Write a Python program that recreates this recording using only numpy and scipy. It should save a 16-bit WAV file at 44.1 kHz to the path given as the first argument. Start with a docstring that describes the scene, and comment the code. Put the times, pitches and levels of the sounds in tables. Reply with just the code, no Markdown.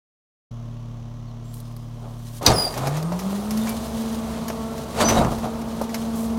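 """A garbage truck's diesel idles, then revs up to drive the whining hydraulic pump of its packer blade.
Oil hisses through the valves while junk scrapes over the steel hopper's floor and bags rustle.
Plastic and board give way in two loud crunches, showers of tiny fractures that rumble in the hopper;
a stiff panel snaps in the first. Around them come stick-slip squeals, brittle cracks and dull knocks."""
import sys
import numpy as np
from scipy import signal
from scipy.fft import rfft, irfft, next_fast_len
from scipy.io import wavfile

SR = 44100
rng = np.random.default_rng(int(sys.argv[2]) if len(sys.argv) > 2 else 0)


def wrap_up_sound(samples):
    """Save the sound to the file named by the first command line argument, as 16-bit audio."""
    columns = np.atleast_2d(samples).T
    # keep every value between -1 and 1, then stretch to whole-number steps
    tamed = np.clip(columns, -1, 1)
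    steps = np.round(tamed * 32767).astype(np.int16)
    wavfile.write(sys.argv[1], SR, steps)


N = 281358
TIME = np.arange(N) / SR
START_S = 0.508   # the sound fades in here

# junk sliding over the floor: (time [s], rise [s], hold [s], t60 [s], scrape [dB], bag rustle [dB])
SLIDES = [(1.45, .04, 0.22, 11, -60, -80), (1.548, 0.058, 0.033, .12, -64, -51.5),
          (2.2, 0.26, .1, .5, -56, -61), (2.37, 0.11, 0.016, 0.061, -46.5, -46),
          (2.58, 0.17, 0.0032, 2.2, -41, -49), (3.294, 0.45, 0.39, 4, -44.5, -54),
          (3.68, 0.3, 0.01, .4, -53, -45), (3.695, 0.37, 0, 14, -45.5, -66),
          (5.304, 0.37, 0.089, 0.34, -47, -66.5), (6.0, .3, 0.021, 4, -48.5, -66),
          (6.157, 0.026, .1, .15, -52, -43)]
# spectrum of the steel hopper's rumble: (frequency [Hz], level [dB])
RUMBLE_COLOUR = [(20, -16), (60, -2), (130, 1.5), (220, -1.5), (320, 0), (420, 1), (540, 0), (680, 3),
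                 (900, -2.5), (1250, -6.5), (1450, -14.5), (1900, -30), (4000, -38), (16000, -68)]


def from_db(db):
    """Decibels to gain."""
    return 10 ** (np.asarray(db) / 20)


def rms_one(x):
    """Scale to unit power."""
    return x / np.sqrt(np.mean(x ** 2) + 1e-20)


def together(levels):
    """Level of unrelated sounds heard at once: their powers add."""
    return np.sqrt(sum(level ** 2 for level in levels))


def white():
    """White noise."""
    return rng.standard_normal(N)


def drift(rate_hz):
    """Smooth random wobble with a spread of about 1."""
    r = np.exp(-80 * np.pi * rate_hz / SR)
    slow = signal.lfilter([1], [1, -2 * r, r * r], rng.standard_normal(N // 40 + 2002))[2000:]
    return np.interp(np.arange(N) / 40, np.arange(len(slow)), rms_one(slow))


def grains(per_s, spread_db):
    """Random tiny fractures: many small, a few large."""
    sizes = from_db(spread_db * np.minimum(rng.exponential(1, N), 4))
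    return (rng.random(N) < per_s / SR) * sizes * rng.choice([-1, 1], N)


def eased(s, length_s):
    """A move from 0 to 1 that starts briskly and levels off."""
    return np.sin(np.pi / 2 * np.clip((TIME - s) / length_s, 0, 1))


def swell(s, rise_s, hold_s, t60):
    """Envelope that gains 20 dB per rise time up to 1 at time s, holds, and dies away."""
    early, late = np.maximum(s - TIME, 0), np.maximum(TIME - s - hold_s, 0)
    return np.exp(np.maximum(-np.log(10) * early / rise_s - np.log(1000) * late / t60, -20))


def dying(s, t60):
    """Envelope that jumps to 1 at time s and decays for up to half a second."""
    out, at = np.zeros(N), round(s * SR)
    age = TIME[:min(SR // 2, N - at)]
    out[at:at + len(age)] = np.exp(-np.log(1000) * age / t60)
    return out


def coloured(x, spectrum):
    """EQ a sound with a curve of (frequency [Hz], level [dB]) points; rms 1."""
    hz, db = np.transpose(spectrum)
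    size = next_fast_len(N)
    bins = np.maximum(np.fft.rfftfreq(size, 1 / SR), 1)
    gain = from_db(np.interp(np.log(bins), np.log(hz), db))
    return rms_one(irfft(rfft(x, size) * gain, size)[:N])


def band(x, low_hz, high_hz):
    """Gentle band-pass; rms 1."""
    return rms_one(signal.sosfilt(signal.butter(2, [low_hz, high_hz], "band", fs=SR, output="sos"), x))


def resonance(x, hz, width_hz):
    """A resonance with gain 1 at its peak."""
    r, w = np.exp(-np.pi * width_hz / SR), 2 * np.pi * hz / SR
    return signal.lfilter(np.array([1, 0, -1]) * (1 - r * r) / 2, [1, -2 * r * np.cos(w), r * r], x)


def ring(clicks, hz, t60):
    """Each click sets a decaying sine of its own height ringing."""
    r, w = from_db(-60 / (t60 * SR)), 2 * np.pi * hz / SR
    return signal.lfilter([0, np.sin(w)], [1, -2 * r * np.cos(w), r * r], clicks + 1e-18)


def wall_echoes(x, wall_db):
    """Three early reflections from the hopper's floor and sides."""
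    out = x.copy()
    for k, lag_s in enumerate((.0036, .0067, .0113)):
        lag = round(lag_s * SR)
        out[lag:] += from_db(wall_db - 2 * k) * x[:-lag]
    return out


def steel_walls(x, wet_db):
    """Standing waves between close steel walls give bright sounds a fine metallic grain; rms 1."""
    echoes = (white() * dying(.002, t60=.06))[:SR // 8]
    return rms_one(x + from_db(wet_db) * signal.fftconvolve(x, echoes / np.linalg.norm(echoes))[:N])


def in_hopper(x, wet_db, t60):
    """Reflections between the steel walls smear each sound into a dying hiss."""
    r = from_db(-120 / (t60 * SR))
    energy = signal.lfilter([1 - r], [1, -r], x * x + 1e-18)
    return x + from_db(wet_db) * np.sqrt(energy) * white()


def engine():
    """Diesel and pump share one shaft: tones, clatter and oil flow follow its speed."""
    # engine, pump and gear tones: (order [cycles per turn], idle level [dB], working level [dB])
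    orders = [(3, -43.5, -43), (6, -65, -47), (15 / 2, -58, -46.5), (13, -45.5, -57.5), (43 / 4, -73, -40),
              (20, -44.5, -41.5), (57 / 2, -66, -49), (30, -75, -46.5), (40, -67, -53), (50, -63, -53.5),
              (60, -65, -61.5)]
    # spectrum of the idle clatter: (frequency [Hz], level [dB])
    clatter_colour = [(20, -17), (90, 5), (200, -1), (420, -5.5), (530, -10), (620, -4), (800, -10),
                      (1100, -7.5), (1500, -20.5), (2600, -24), (3050, -20), (4900, -27), (6000, -22.5),
                      (7800, -34.5), (11000, -37.5), (16000, -41)]
    # spectrum of the roar at working speed: (frequency [Hz], level [dB])
    roar_colour = [(20, -14), (45, -2), (70, 0.5), (160, 1), (330, -5.5), (480, -3.5), (750, -6),
                   (1200, -10), (1600, -19.5), (2600, -24), (6000, -31.5), (16000, -71)]
    # the pump's main tone under load: (time [s], level [dB])
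    pump_effort = [(2.7, -48), (2.8, -29.5), (2.98, -23.5), (3.02, -33), (3.06, -23.5), (3.22, -31),
                   (3.28, -24), (3.42, -31.0), (3.58, -20.3), (3.88, -35), (3.98, -25.5), (4.56, -33.8),
                   (4.64, -31), (4.9, -42.5), (5.06, -23.5), (5.2, -25), (5.22, -36), (5.26, -29.5),
                   (5.76, -31.7), (6.34, -24)]
    idle_hz, work_hz, relief_hz = 11.67, 22.42, 0.179   # crank speeds, and the rise as the load eases
    pump_order = 10   # pump teeth per turn

    revved = eased(2.73, length_s=1.08)   # the throttle opens
    gathering = np.sin(np.pi * revved)   # peaks mid-rev, where speed and level are least steady
    crank_hz = idle_hz + (work_hz - idle_hz) * revved + relief_hz * eased(5.3, length_s=0.31)
    waver = 1 + (.0015 + .008 * gathering) * drift(9.1)
    turn = 2 * np.pi * np.cumsum(crank_hz * waver) / SR

    # the whine starts a little louder, settles, then takes up the load
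    resting_db = -36 + 2.5 * np.exp(-np.maximum(TIME - START_S, 0) / 0.32)
    effort_db = np.interp(TIME, *np.transpose(pump_effort)) + 2 * gathering * drift(17)
    working = eased(2.4, length_s=.3)
    pump_db = (1 - working) * resting_db + working * effort_db
    # under acceleration the cylinders pull unevenly: one throb per engine cycle of two turns
    throb = 1 + 0.19 * gathering * np.cos(turn / 2)
    tones = from_db(pump_db) * throb * np.sin(pump_order * turn)

    # one surge of oil pressure swells the pump's shrill overtones
    surge_db = 20 * np.log10(1 + 1.9 * swell(4.6, rise_s=.12, hold_s=0, t60=1.1))
    mid_rev_db = -20 * revved * (1 - revved)
    for order, idle_db, work_db in orders:
        shrill = order >= 4 * pump_order
        dips = shrill or order % pump_order != 0   # the pump's first two overtones hold up mid-rev
        level_db = idle_db + revved * (work_db - idle_db + 2.0 * drift(4.7))
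        level_db += shrill * surge_db + dips * mid_rev_db
        tones += from_db(level_db) * np.sin(order * turn + rng.uniform(0, 2 * np.pi))

    # six cylinders fire three times a turn; each firing rattles the block
    firing = 1 + .14 * np.cos(3 * turn) + .15 * np.cos(6 * turn)
    clatter = from_db(-47) * coloured(wall_echoes(white(), wall_db=-18.5), clatter_colour) * firing
    # the flow pulses with every tooth of the pump and twice a turn with the shaft
    ripple = 1 + 0.078 * np.cos(pump_order * turn) + 0.059 * np.cos(2 * turn)
    roar = from_db(-36 + 0.25 * drift(21)) * revved ** 0.43 * coloured(white(), roar_colour)
    return np.sqrt(2) * tones + clatter + (roar + scrape_and_oil(revved)) * ripple


def squeals():
    """Stick-slip gives gliding whistles: nearly pure under a firm grip, ragged under a light one."""
    # plastic slipping on steel:
    # (time [s], length [s], start pitch [Hz], end pitch [Hz], level [dB], overtone gain [dB])
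    slips = [(1.268, 0.059, 4600, 3780, -61, -7), (1.44, .16, 7550, 7400, -63, -6),
             (1.62, .3, 5150, 4900, -65, -12), (2.529, 0.074, 5390, 5355, -33.5, 10.5),
             (2.555, 0.051, 4950, 5040, -29, 12.5), (2.577, .115, 4918, 4885, -22, 5),
             (2.64, 0.062, 4770, 4690, -25.5, -1.5), (2.698, 0.056, 4840, 4770, -39.5, 8),
             (3.044, 0.11, 8600, 8950, -54, -.5), (3.611, 0.045, 3560, 3780, -43, -3),
             (3.672, 0.075, 2335, 2320, -40, -4), (5.02, .04, 4600, 4750, -33, -12),
             (5.05, 0.081, 4800, 4800, -37, -12), (5.045, .035, 6021, 6021, -23, -16),
             (5.069, .052, 6021, 6021, -20, -16), (5.12, .045, 6025, 6020, -34, -16),
             (5.166, 0.05, 3820, 3890, -34, -4)]
    # a squeal's overtones: (multiple of the pitch, relative level [dB])
    harmonics = [(2, -14.5), (3, -23)]
    attack_s, release_s, fade_db = 0.0068, .003, 15.5
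    waver, flutter_db = 0.0031 * drift(190), 2.0 * drift(90)
    out = np.zeros(N)
    for s, length, first_hz, last_hz, db, overtones_db in slips:
        on = (TIME > s) & (TIME < s + length)
        age = TIME[on] - s
        level_db = db - fade_db * (age / length) ** 2   # fades ever faster as the pressure goes
        ragged = np.interp(level_db, [-42, -26], [3, .6])
        hz = first_hz + (last_hz - first_hz) * age / length
        phase = 2 * np.pi * np.cumsum(hz * (1 + ragged * waver[on])) / SR
        grip = np.clip(np.minimum(age / attack_s, (length - age) / release_s), 0, 1)
        overtones = sum(from_db(overtones_db + k_db) * np.sin(k * phase)
                        for k, k_db in harmonics if k * first_hz < SR / 2)
        out[on] += np.sqrt(2) * grip * from_db(level_db + flutter_db[on]) * (np.sin(phase) + overtones)
    return wall_echoes(out, wall_db=-13.5)


def scrape_and_oil(revved):
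    """One hiss for grit dragged over the steel floor and for valve oil, which rises with the revs."""
    # spectrum of the hiss: (frequency [Hz], level [dB])
    hiss_colour = [(300, -27), (1500, -2), (2600, -4), (3100, 2), (3600, 1), (4050, 2), (5400, -1.5),
                   (6100, 0.5), (6700, -1.5), (8000, -3), (9500, -1.5), (11000, -6), (12300, -5.5),
                   (16000, -10)]
    scraping = [from_db(db) * swell(s, rise, hold, t60) for s, rise, hold, t60, db, _ in SLIDES]
    oil = from_db(-47.5) * revved
    grit = from_db(-3 + 3.6 * drift(18)) * rms_one(grains(per_s=2500, spread_db=1.5))
    rush = steel_walls(white() + grit, wet_db=-11)
    flicker = from_db(1.1 * drift(12))
    return together([oil, *scraping]) * flicker * coloured(rush, hiss_colour)


def crunching():
    """Showers of fractures splinter brightly and shake the hopper; bags rustle as the junk slides."""
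    # the load giving way: (time [s], rise [s], t60 [s], rumble [dB], splintering [dB])
    crunches = [(2.045, 0.1, 0.53, -40, -60), (2.418, .006, 2.4, -28, -41.5),
                (2.47, 0.021, 0.55, -15, -18.5), (2.6, .05, 1.3, -39, -37),
                (2.775, 0.069, 0.93, -29.5, -35.5), (2.865, 0.08, .5, -30, -38.5),
                (2.954, 0.064, 0.48, -32, -38.5), (3.0, .4, 9.2, -36.5, -55), (3.3, 0.31, 3.2, -39.5, -51),
                (3.68, 0.09, 0.47, -34.5, -37), (4.37, 0.3, 0.78, -41, -44.5), (5.01, 0.06, .7, -16.5, -23),
                (5.095, 0.024, .8, -18.5, -25), (5.175, 0.043, 0.47, -19, -28),
                (5.228, 0.044, 0.33, -18, -42), (5.445, 0.045, 0.36, -29.5, -40), (5.5, .3, 7, -39, -62)]
    # spectrum of the splinters: (frequency [Hz], level [dB])
    splinter_colour = [(500, -4), (1300, 2), (1900, 2.5), (2800, -1.5), (3900, -1), (5200, -5.5),
                       (7000, -5), (10000, -9.5), (16000, -21)]
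    splinter_share = 0.58   # splintering dies in this share of the rumble's time
    shaking = together(from_db(db) * swell(s, rise, 0, t60) for s, rise, t60, db, _ in crunches)
    splitting = together(from_db(db) * swell(s, rise, 0, splinter_share * t60)
                         for s, rise, t60, _, db in crunches)
    rustling = together(from_db(db) * swell(s, rise, hold, t60) for s, rise, hold, t60, _, db in SLIDES)
    rumble = coloured(in_hopper(grains(per_s=900, spread_db=3), wet_db=-1, t60=0.28), RUMBLE_COLOUR)
    fractures = in_hopper(grains(per_s=1400, spread_db=3), wet_db=1, t60=0.035)
    splinters = coloured(steel_walls(fractures, wet_db=-6.5), splinter_colour)
    bags = band(in_hopper(grains(per_s=2300, spread_db=2), wet_db=5, t60=0.021), 5700, 14400)
    # light grinding barely moves the heavy walls, so it has less low end
    highs = signal.sosfiltfilt(signal.butter(2, 480, "high", fs=SR, output="sos"), rumble)
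    low_gain = np.clip(from_db(-4.5) + shaking / from_db(-24.5) / 2, 0, 1)
    return shaking * (highs + low_gain * (rumble - highs)) + splitting * splinters + rustling * bags


def cracks():
    """Each crack is a tight run of fractures that dies away; a bright one has more top and less body."""
    # brittle breaks: (time [s], level [dB], brightness [dB], t60 [s])
    breaks = [(1.541, -50.5, 11, 0.025), (1.602, -49.5, 7, 0.033), (1.765, -48.5, 5, 0.028),
              (2.427, -41.5, 1, 0.11), (2.74, -38, -2.5, 0.087), (2.776, -36, 0.5, 0.094),
              (2.871, -32, -2, 0.088), (2.968, -40.5, -1, 0.15), (3.027, -38, 2, .03),
              (3.121, -43, -2.5, 0.11), (3.191, -38, -0.5, 0.12), (3.508, -32.5, 1, 0.064),
              (3.574, -35.5, 0.5, 0.071), (3.671, -38.5, -4.5, 0.066), (3.693, -38.5, 10, 0.042),
              (4.481, -34.5, 0, 0.093), (4.501, -42.5, -8, 0.046), (4.779, -40.5, -0.5, 0.059),
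              (5.087, -27.5, -3, 0.096), (5.188, -34, -2, .03), (5.247, -35.5, -8, 0.03),
              (5.384, -43, 0, .085), (5.452, -46, 0, .08), (5.615, -46, -1, .08), (5.815, -40, 3, .08),
              (5.894, -43.5, -3, 0.092), (5.944, -29.5, -2, 0.068)]
    tearing = steel_walls(grains(per_s=14000, spread_db=2.5), wet_db=-8.5)
    body, edge, top = band(tearing, 760, 2820), band(tearing, 3530, 6600), band(tearing, 8400, 13400)
    bursts = np.zeros(N)
    for s, db, bright_db, t60 in breaks:
        timbre = from_db(1.5 - bright_db) * body + from_db(3.5) * edge + from_db(1 + bright_db) * top
        bursts += from_db(db) * dying(s, t60) * timbre
    return wall_echoes(bursts, wall_db=-19.5)


def knocks():
    """Each blow strikes every hopper mode with a strength of its own; the truck's body booms below."""
    # dull blows on the hopper: (time [s], level [dB])
    blows = [(2.411, -26), (2.48, -12), (2.5, -12.5), (2.666, -18.5), (2.768, -21), (2.835, -18.5),
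             (2.87, -15), (3.12, -15.5), (3.329, -25), (4.373, -27), (4.5, -19.5), (5.006, -11),
             (5.018, -5.5), (5.111, -11), (5.169, -16), (5.181, -10), (5.212, -13), (5.289, -31),
             (5.325, -15), (5.432, -18.5), (5.455, -21), (5.8135, -12.5)]
    # the hopper's modes: (frequency [Hz], level [dB], t60 [s])
    hopper_modes = [(125, -17, .12), (254, -26, 0.15), (396, -28, .04), (560, -12, 0.031), (660, -4, 0.028),
                    (965, -4, 0.019), (1240, -11, 0.026)]
    # the body lurching as the load lets go: (time [s], level [dB], t60 [s])
    lurches = [(2.47, -22, 0.6), (2.491, -19, 0.23), (5.0, -27, 0.9), (5.17, -20, 0.83)]
    times, blow_db = np.transpose(blows)
    scatter_db = rng.normal(-2, 2.3, (len(blows), len(hopper_modes)))
    rings = np.zeros(N)
    for k, (hz, db, t60) in enumerate(hopper_modes):
        clicks = np.zeros(N)
        clicks[np.round(times * SR).astype(int)] = from_db(blow_db + db + scatter_db[:, k])
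        rings += ring(clicks, hz, t60)
    thuds = signal.sosfilt(signal.butter(2, [160, 1100], "band", fs=SR, output="sos"), rings)
    # the air in the hollow hopper keeps sounding after each blow
    hollow = from_db(-11.5) * coloured(white(), RUMBLE_COLOUR) + from_db(-12.5) * band(white(), 615, 797)
    tails = sum(from_db(db) * dying(s, t60=0.11) for s, db in blows) * hollow
    boom = sum(from_db(db) * dying(s, t60) for s, db, t60 in lurches) * band(white(), 35, 182)
    return wall_echoes(thuds, wall_db=-9.5) + tails + boom


def panel_snap():
    """A fracture races through a stiff panel and drives its modes; the sharpest ring on."""
    # the fracture's bursts: (time [s], level [dB], t60 [s])
    bursts = [(2.463, -3, 0.0323), (2.479, -23, 0.15)]
    # the panel's modes: (frequency [Hz], width [Hz], level [dB])
    panel_modes = [(2880, 300, -27), (3750, 110, 0), (4260, 170, 0), (4610, 170, 2), (5000, 150, -1),
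                   (5800, 270, -3), (6400, 260, -6), (10500, 9300, -21)]
    tearing = white() * sum(from_db(db) * dying(s, t60) for s, db, t60 in bursts)
    snap = sum((-1) ** k * from_db(db) * resonance(tearing, hz, width)
               for k, (hz, width, db) in enumerate(panel_modes))
    sharpest = sum(from_db(db) * np.sin(2 * np.pi * hz * TIME) for hz, _, db in panel_modes[1:-1])
    ring_out = dying(bursts[0][0], t60=0.16) * sharpest
    return from_db(13) * snap + from_db(-22) * ring_out


def scene():
    """The truck and its load in mono, heard from the hopper's mouth."""
    return (engine() + crunching() + cracks() + panel_snap() + knocks() + squeals())[None]


def record(dry):
    """A quick fade-in, hard clipping on the loudest peaks and a steep high cut."""
    fade_in = np.clip((TIME - START_S) / 0.0066, 0, 1)
    clipped = np.clip(dry * fade_in, -.85, .85)
    return signal.sosfilt(signal.ellip(12, .1, 90, 15900, fs=SR, output="sos"), clipped)


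dry = scene()
out = record(dry)
wrap_up_sound(out)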